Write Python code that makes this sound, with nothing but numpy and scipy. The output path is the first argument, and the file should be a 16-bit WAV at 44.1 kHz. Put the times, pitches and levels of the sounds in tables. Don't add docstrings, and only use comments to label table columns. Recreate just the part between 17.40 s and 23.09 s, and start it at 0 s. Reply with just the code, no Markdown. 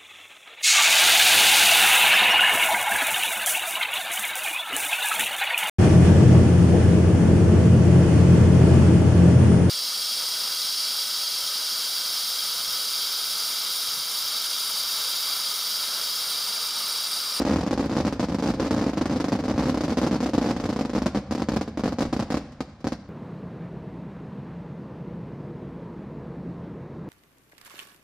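import sys
import numpy as np
from scipy import signal
from scipy.fft import rfft, irfft, next_fast_len
from scipy.io import wavfile
from scipy.ndimage import uniform_filter1d, map_coordinates

SR = 44100
rng = np.random.default_rng(int(sys.argv[2]) if len(sys.argv) > 2 else 0)


def digitize_waveform(pressure):
    field = np.atleast_2d(pressure).T
    bounded = np.clip(field, -1, 1)
    quanta = np.round(bounded * 32767).astype(np.int16)
    wavfile.write(sys.argv[1], SR, quanta)


N = 250915
REPORT_SAMPLES = 8192
HZ = np.fft.rfftfreq(REPORT_SAMPLES, 1 / SR)

# (frequency [Hz], relative level [dB])
RUMBLE_SPECTRUM = [(15, -35), (30, -33), (62, -2.5), (100, -1.5), (200, -18), (500, -40), (2000, -90)]
SIZZLE_SPECTRUM = [(20, -22), (120, 9), (210, 11), (380, 4), (550, 6), (1000, 3), (2500, -9), (5000, -13),
                   (8000, -25), (14000, -43)]
# (time [s], relative level [dB])
RUMBLE_LEVEL = [(0, -41), (.8, -44), (2.3, -40), (2.9, -44), (4.2, -41), (4.9, -45), (5.69, -53)]
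# (time [s], relative level [dB])
THUDS = [(0.588, -28), (1.313, -25), (2.119, -29), (3.219, -30), (3.556, -30), (4.619, -28), (5.449, -33)]
# (frequency [Hz], coherence [1])
COHERENCE = [(100, 1), (300, 1), (600, 0.97), (1100, 0.96), (1600, .78), (2200, 0.74), (2700, 0.16),
             (3600, 0.066), (3850, 0.24), (5000, 0.65), (7000, -0.027), (14000, -0.011)]
# (frequency [Hz], relative level [dB])
ECHO_SPECTRUM = [(50, -3), (130, -7.5), (200, -6.5), (290, -13.5), (390, -17), (530, -8.5), (750, -12),
                 (1100, -11), (2200, -9), (4500, -9), (9000, -9), (14000, -22)]
# (frequency [Hz], time to fall 60 dB [s])
ECHO_T60 = [(60, 2), (300, 0.66), (1500, 0.87), (5000, 0.65), (12000, .5)]
# (frequency [Hz], gain [dB])
SCATTER_GAIN = [(60, -5), (250, -9), (600, -0.5), (1200, -2), (2500, 5.5), (5000, 7), (9000, 6.5),
                (14000, 13.5)]
# (delay [s], gain [dB], cutoff [Hz])
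BANK_REFLECTIONS = [(.00384, 0.34, 800), (.00713, -2.5, 223)]
# (frequency [Hz], relative level [dB])
SHOCK_SPECTRUM = [(20, -75), (38, -30), (58, -8), (120, -0.5), (200, 1.5), (330, -2.5), (600, -10),
                  (1200, -17.5), (2400, -31), (3300, -34), (5000, -32.5), (8000, -45), (13000, -60),
                  (16000, -95)]
# (time [s], mean rate [1/s], relative level [dB])
STAR_POPS = [(0, 45, -22.5), (3.3, 45, -24), (3.7, 16, -34), (4.3, 10, -40), (5, 8, -46), (5.7, 6, -52)]
# (time [s], duration [s], relative level [dB], treble gain [dB])
SALVOS = [(.001, .017, -15, 1), (.051, .025, -13.5, -1), (.095, .04, -14.5, 0), (.16, 0, -11.5, -1),
          (.186, .046, -18, 0), (.265, .01, -16, -1), (.31, .02, -14, 1), (.377, .03, -15, -1),
          (.428, .032, -17, -4), (.496, .058, -18.5, -1), (.567, .036, -13, 0), (.65, .028, -14.5, 0),
          (.726, 0, -17.5, 2.5), (.796, .009, -14, 1), (.829, .01, -16, 0), (.886, .035, -19.5, -1),
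          (.946, 0, -15.5, 1), (.986, .012, -18.5, 0), (1.025, .078, -15.5, 1), (1.139, 0, -19, 0),
          (1.198, .002, -13.5, -1.5), (1.216, .012, -15.5, -2), (1.248, .024, -17, 0), (1.309, 0, -12.5, 3),
          (1.329, .013, -16.5, 0), (1.365, .075, -16, -1), (1.465, .029, -16.5, -2), (1.534, 0, -16.5, -3),
          (1.573, .006, -16, 0), (1.612, .003, -13, -3), (1.657, 0, -14.5, 2), (1.697, .071, -17.5, -1),
          (1.801, .006, -16, 1), (1.843, 0, -13.5, 0), (1.884, 0, -16, 1.5), (1.921, .007, -12, -2.5),
          (1.953, 0, -15.5, -2), (1.99, .01, -19, -2), (2.039, .016, -19, 0), (2.082, .028, -15, -2.5),
          (2.14, .022, -19.5, -5), (2.179, .014, -13, -2), (2.206, .079, -16.5, -1), (2.296, 0, -12, .5),
          (2.344, .003, -15, -5), (2.374, 0, -14.5, 0), (2.408, 0, -15.5, 2.5), (2.437, .007, -16.5, 2),
          (2.481, .043, -18, 1), (2.572, .012, -15, 4.5), (2.616, .028, -14, -1), (2.666, .006, -15, 1),
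          (2.712, .045, -14.5, -2), (2.805, 0, -16.5, 2.5), (2.829, .008, -18, 4), (2.86, .003, -14.5, -1),
          (2.891, 0, -19, 1.5), (2.935, .045, -13.5, -2), (3.014, .084, -16.5, 0), (3.109, 0, -11.5, -1),
          (3.165, 0, -17, 0), (3.2, 0, -19, 2.5), (3.239, .017, -16.5, 0), (3.291, .037, -17.5, 0),
          (3.362, 0, -16.5, 0), (3.391, .019, -16, 0), (3.451, 0, -17, -1), (3.496, 0, -20, 0),
          (3.534, 0, -19.5, 0), (3.551, .029, -14, -2), (3.62, 0, -14, -2), (3.66, .005, -14, 2.5),
          (3.748, .024, -14, -4), (3.91, .013, -17.5, 2.5), (3.95, 0, -19, 4), (3.979, .019, -19.5, -1),
          (4.02, 0, -13.5, -2), (4.087, 0, -12, -.5), (4.119, .017, -17.5, -1), (4.163, .005, -13.5, -1.5),
          (4.212, 0, -16, 2.5), (4.278, 0, -19.5, -4.5), (4.374, .021, -17, -2), (4.437, .021, -13.5, -2),
          (4.478, 0, -13, -3), (4.524, 0, -17, -3), (4.586, 0, -17, 4.5), (4.607, .015, -14, 2),
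          (4.653, 0, -18, -4), (4.728, .003, -15.5, 1), (4.765, 0, -16.5, -2), (4.794, .005, -16, 1),
          (4.825, 0, -18, 0), (4.904, .018, -17, 3), (4.943, 0, -12.5, -1.5), (4.971, 0, -17, 3),
          (5.122, 0, -40, 10), (5.206, 0, -16.5, 1), (5.406, 0, -41, 8), (5.444, 0, -16, -5.5),
          (5.47, 0, -14, 1), (5.522, 0, -17.5, 1.5)]
# (frequency [Hz], left minus right [dB])
PORT_IMBALANCE = [(5400, -0.15), (6100, 4), (6650, 9.5), (7300, .5), (8200, -3.5), (9500, -2.5),
                  (12000, -2), (14000, 1.5)]


def amp(db):
    return 10 ** (np.asarray(db) / 20)


def unit(x):
    return x / np.sqrt(np.mean(x ** 2) + 1e-20)


def along(points, hz):
    knots_hz, values = np.transpose(points)
    return np.interp(np.log(hz + 1), np.log(knots_hz + 1), values)


def curves(rows):
    times, *columns = np.transpose(rows)
    return [np.interp(np.arange(N) / SR, times, column) for column in columns]


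def add(track, sound, time_s):
    start = int(np.clip(round(time_s * SR), 0, N - 1))
    track[:, start:start + REPORT_SAMPLES] += sound[:, :N - start]


def diffuse(noise_pair, spectrum):
    size = noise_pair.shape[-1]
    hz = np.fft.rfftfreq(size, 1 / SR)
    angle = np.arccos(np.clip(along(COHERENCE, hz), -1, 1)) / 2
    mid, side = rfft(noise_pair) * amp(along(spectrum, hz)) * [np.cos(angle), np.sin(angle)]
    return irfft([mid + side, mid - side], size)


def steady_noise(spectrum):
    return unit(diffuse(rng.standard_normal((2, next_fast_len(N))), spectrum)[:, :N])


def sizzle(level_db=-56):
    return amp(level_db) * steady_noise(SIZZLE_SPECTRUM)


def thud_envelope(attack_s=.015, t60_s=.4):
    onset_s, db = np.transpose(THUDS)[:, :, None]
    age = np.maximum(np.arange(N) / SR - onset_s, 0)
    return np.sum(amp(db - 60 * age / t60_s) * (1 - np.exp(-age / attack_s)), axis=0)


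def rumble(gain_db=-5, thud_db=-4, swell_db=3, swells_per_s=9, width_db=-22):
    course_db, = curves(RUMBLE_LEVEL)
    knots = rng.standard_normal(int(N * swells_per_s / SR) + 4)
    swell = map_coordinates(knots, [np.arange(N) * swells_per_s / SR])
    envelope = amp(course_db + gain_db + swell_db * swell) + amp(thud_db) * thud_envelope()
    side = amp(width_db) * steady_noise(RUMBLE_SPECTRUM)[0] * np.array([[1], [-1]])
    return envelope * (steady_noise(RUMBLE_SPECTRUM) + side)


def shore_echo(sky, build_s=.0041, patchy_db=3, stretches=16):
    echo = np.zeros((2, N + 2 * SR))
    mono = sky.mean(axis=0)
    step = N // stretches + 1
    for start in range(0, N, step):
        hz, t, noise = signal.stft(rng.standard_normal((2, SR)), SR, nperseg=256)
        patches_db = patchy_db * unit(uniform_filter1d(rng.standard_normal(len(t)), size=6))
        fade = amp(patches_db - 60 * t / along(ECHO_T60, hz)[:, None]) * (1 - np.exp(-t / build_s))
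        fade /= np.sqrt(np.mean(fade ** 2, axis=1, keepdims=True) * SR)
        _, tail = signal.istft(noise * fade, SR, nperseg=256)
        response = diffuse(tail[:, :SR], ECHO_SPECTRUM)
        answer = signal.fftconvolve(mono[None, start:start + step], response, axes=1)
        echo[:, start:start + answer.shape[1]] += answer
    return echo[:, :N]


def grass_scatter(onset_s=.0024, near_t60_s=.085, far_t60_s=.2, far_db=-14, grain_db=3):
    age = np.maximum(np.arange(REPORT_SAMPLES) / SR - onset_s, 0)
    fade = (age > 0) * np.hypot(amp(-60 * age / near_t60_s), amp(far_db - 60 * age / far_t60_s))
    grains = amp(grain_db * np.repeat(rng.standard_normal(REPORT_SAMPLES // 32), 32))
    spray = unit(rng.standard_normal((2, REPORT_SAMPLES)) * fade * grains) / np.sqrt(REPORT_SAMPLES)
    return rfft(diffuse(spray, SCATTER_GAIN))


def reflection(delay_s, db, cutoff_hz):
    return amp(db) * np.exp(-2j * np.pi * HZ * delay_s) / (1 + (HZ / cutoff_hz) ** 2)


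def shock_wave():
    cepstrum = irfft(np.log(amp(along(SHOCK_SPECTRUM, HZ))))
    cepstrum[1:REPORT_SAMPLES // 2] *= 2
    cepstrum[REPORT_SAMPLES // 2 + 1:] = 0
    spectrum = np.exp(rfft(cepstrum))
    return spectrum / irfft(spectrum).max()


def report(shock, crack_db, lag_spread_s=.000035, crack_hz=1200):
    bearing, height, reach = rng.standard_normal(3)
    lag = np.exp(np.pi * 1j * HZ * lag_spread_s * bearing * np.array([[1], [-1]]))
    detour = 1 + .043 * height
    bank = sum(reflection(delay_s * detour, db, cutoff_hz) for delay_s, db, cutoff_hz in BANK_REFLECTIONS)
    slap = -reflection(delay_s=.018 * np.exp(.1746 * reach), db=-11, cutoff_hz=600)
    paths = lag * (1 + bank) + slap + grass_scatter()
    crack = amp(crack_db * HZ / (HZ + crack_hz))
    fade_out = np.minimum(1, np.linspace(8, 0, REPORT_SAMPLES))
    return irfft(shock * crack * paths) * fade_out


def stars(shock, gain_db=-1.5, crack_db=-9, spread_db=4):
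    pops = np.zeros((2, N))
    rate, level_db = curves(STAR_POPS)
    for i in np.flatnonzero(rng.random(N) < rate / SR):
        pop_db = level_db[i] + gain_db - spread_db * rng.standard_exponential()
        add(pops, amp(pop_db) * report(shock, crack_db), i / SR)
    return pops


def burst_times(start_s, duration_s, gap_s=.015, fuse_jitter=.25):
    gaps = int(max(round(duration_s / gap_s), duration_s > 0))
    place = np.arange(gaps + 1.)
    place[1:-1] += fuse_jitter * rng.standard_normal(gaps + 1)[1:-1]
    return start_s + duration_s * place / max(gaps, 1)


def shells(shock, big_db=.9, spread_db=.8, small_db=-6.5, small_gap_s=.025, trail_s=.008):
    bursts = np.zeros((2, N))
    for start_s, duration_s, db, crack_db in SALVOS:
        for time_s in burst_times(start_s, duration_s):
            size_db = spread_db * rng.standard_normal() * (duration_s > 0)
            burst = report(shock, crack_db - size_db)
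            add(bursts, amp(db + big_db + size_db) * burst, time_s)
        for place in rng.random(round(duration_s / small_gap_s)):
            time_s = start_s + place * (duration_s + trail_s)
            add(bursts, amp(db + small_db) * report(shock, crack_db), time_s)
    return bursts


def scene():
    shock = shock_wave()
    sky = shells(shock) + stars(shock)
    return sky + shore_echo(sky) + rumble() + sizzle()


def record(dry, band_limit_hz=15600):
    size = next_fast_len(N + REPORT_SAMPLES)
    hz = np.fft.rfftfreq(size, 1 / SR)
    ports = amp(along(PORT_IMBALANCE, hz) * np.array([[.5], [-.5]]))
    return irfft(rfft(dry, size) * ports * (hz < band_limit_hz), size)[:, :N]


dry = scene()
out = record(dry)
digitize_waveform(out)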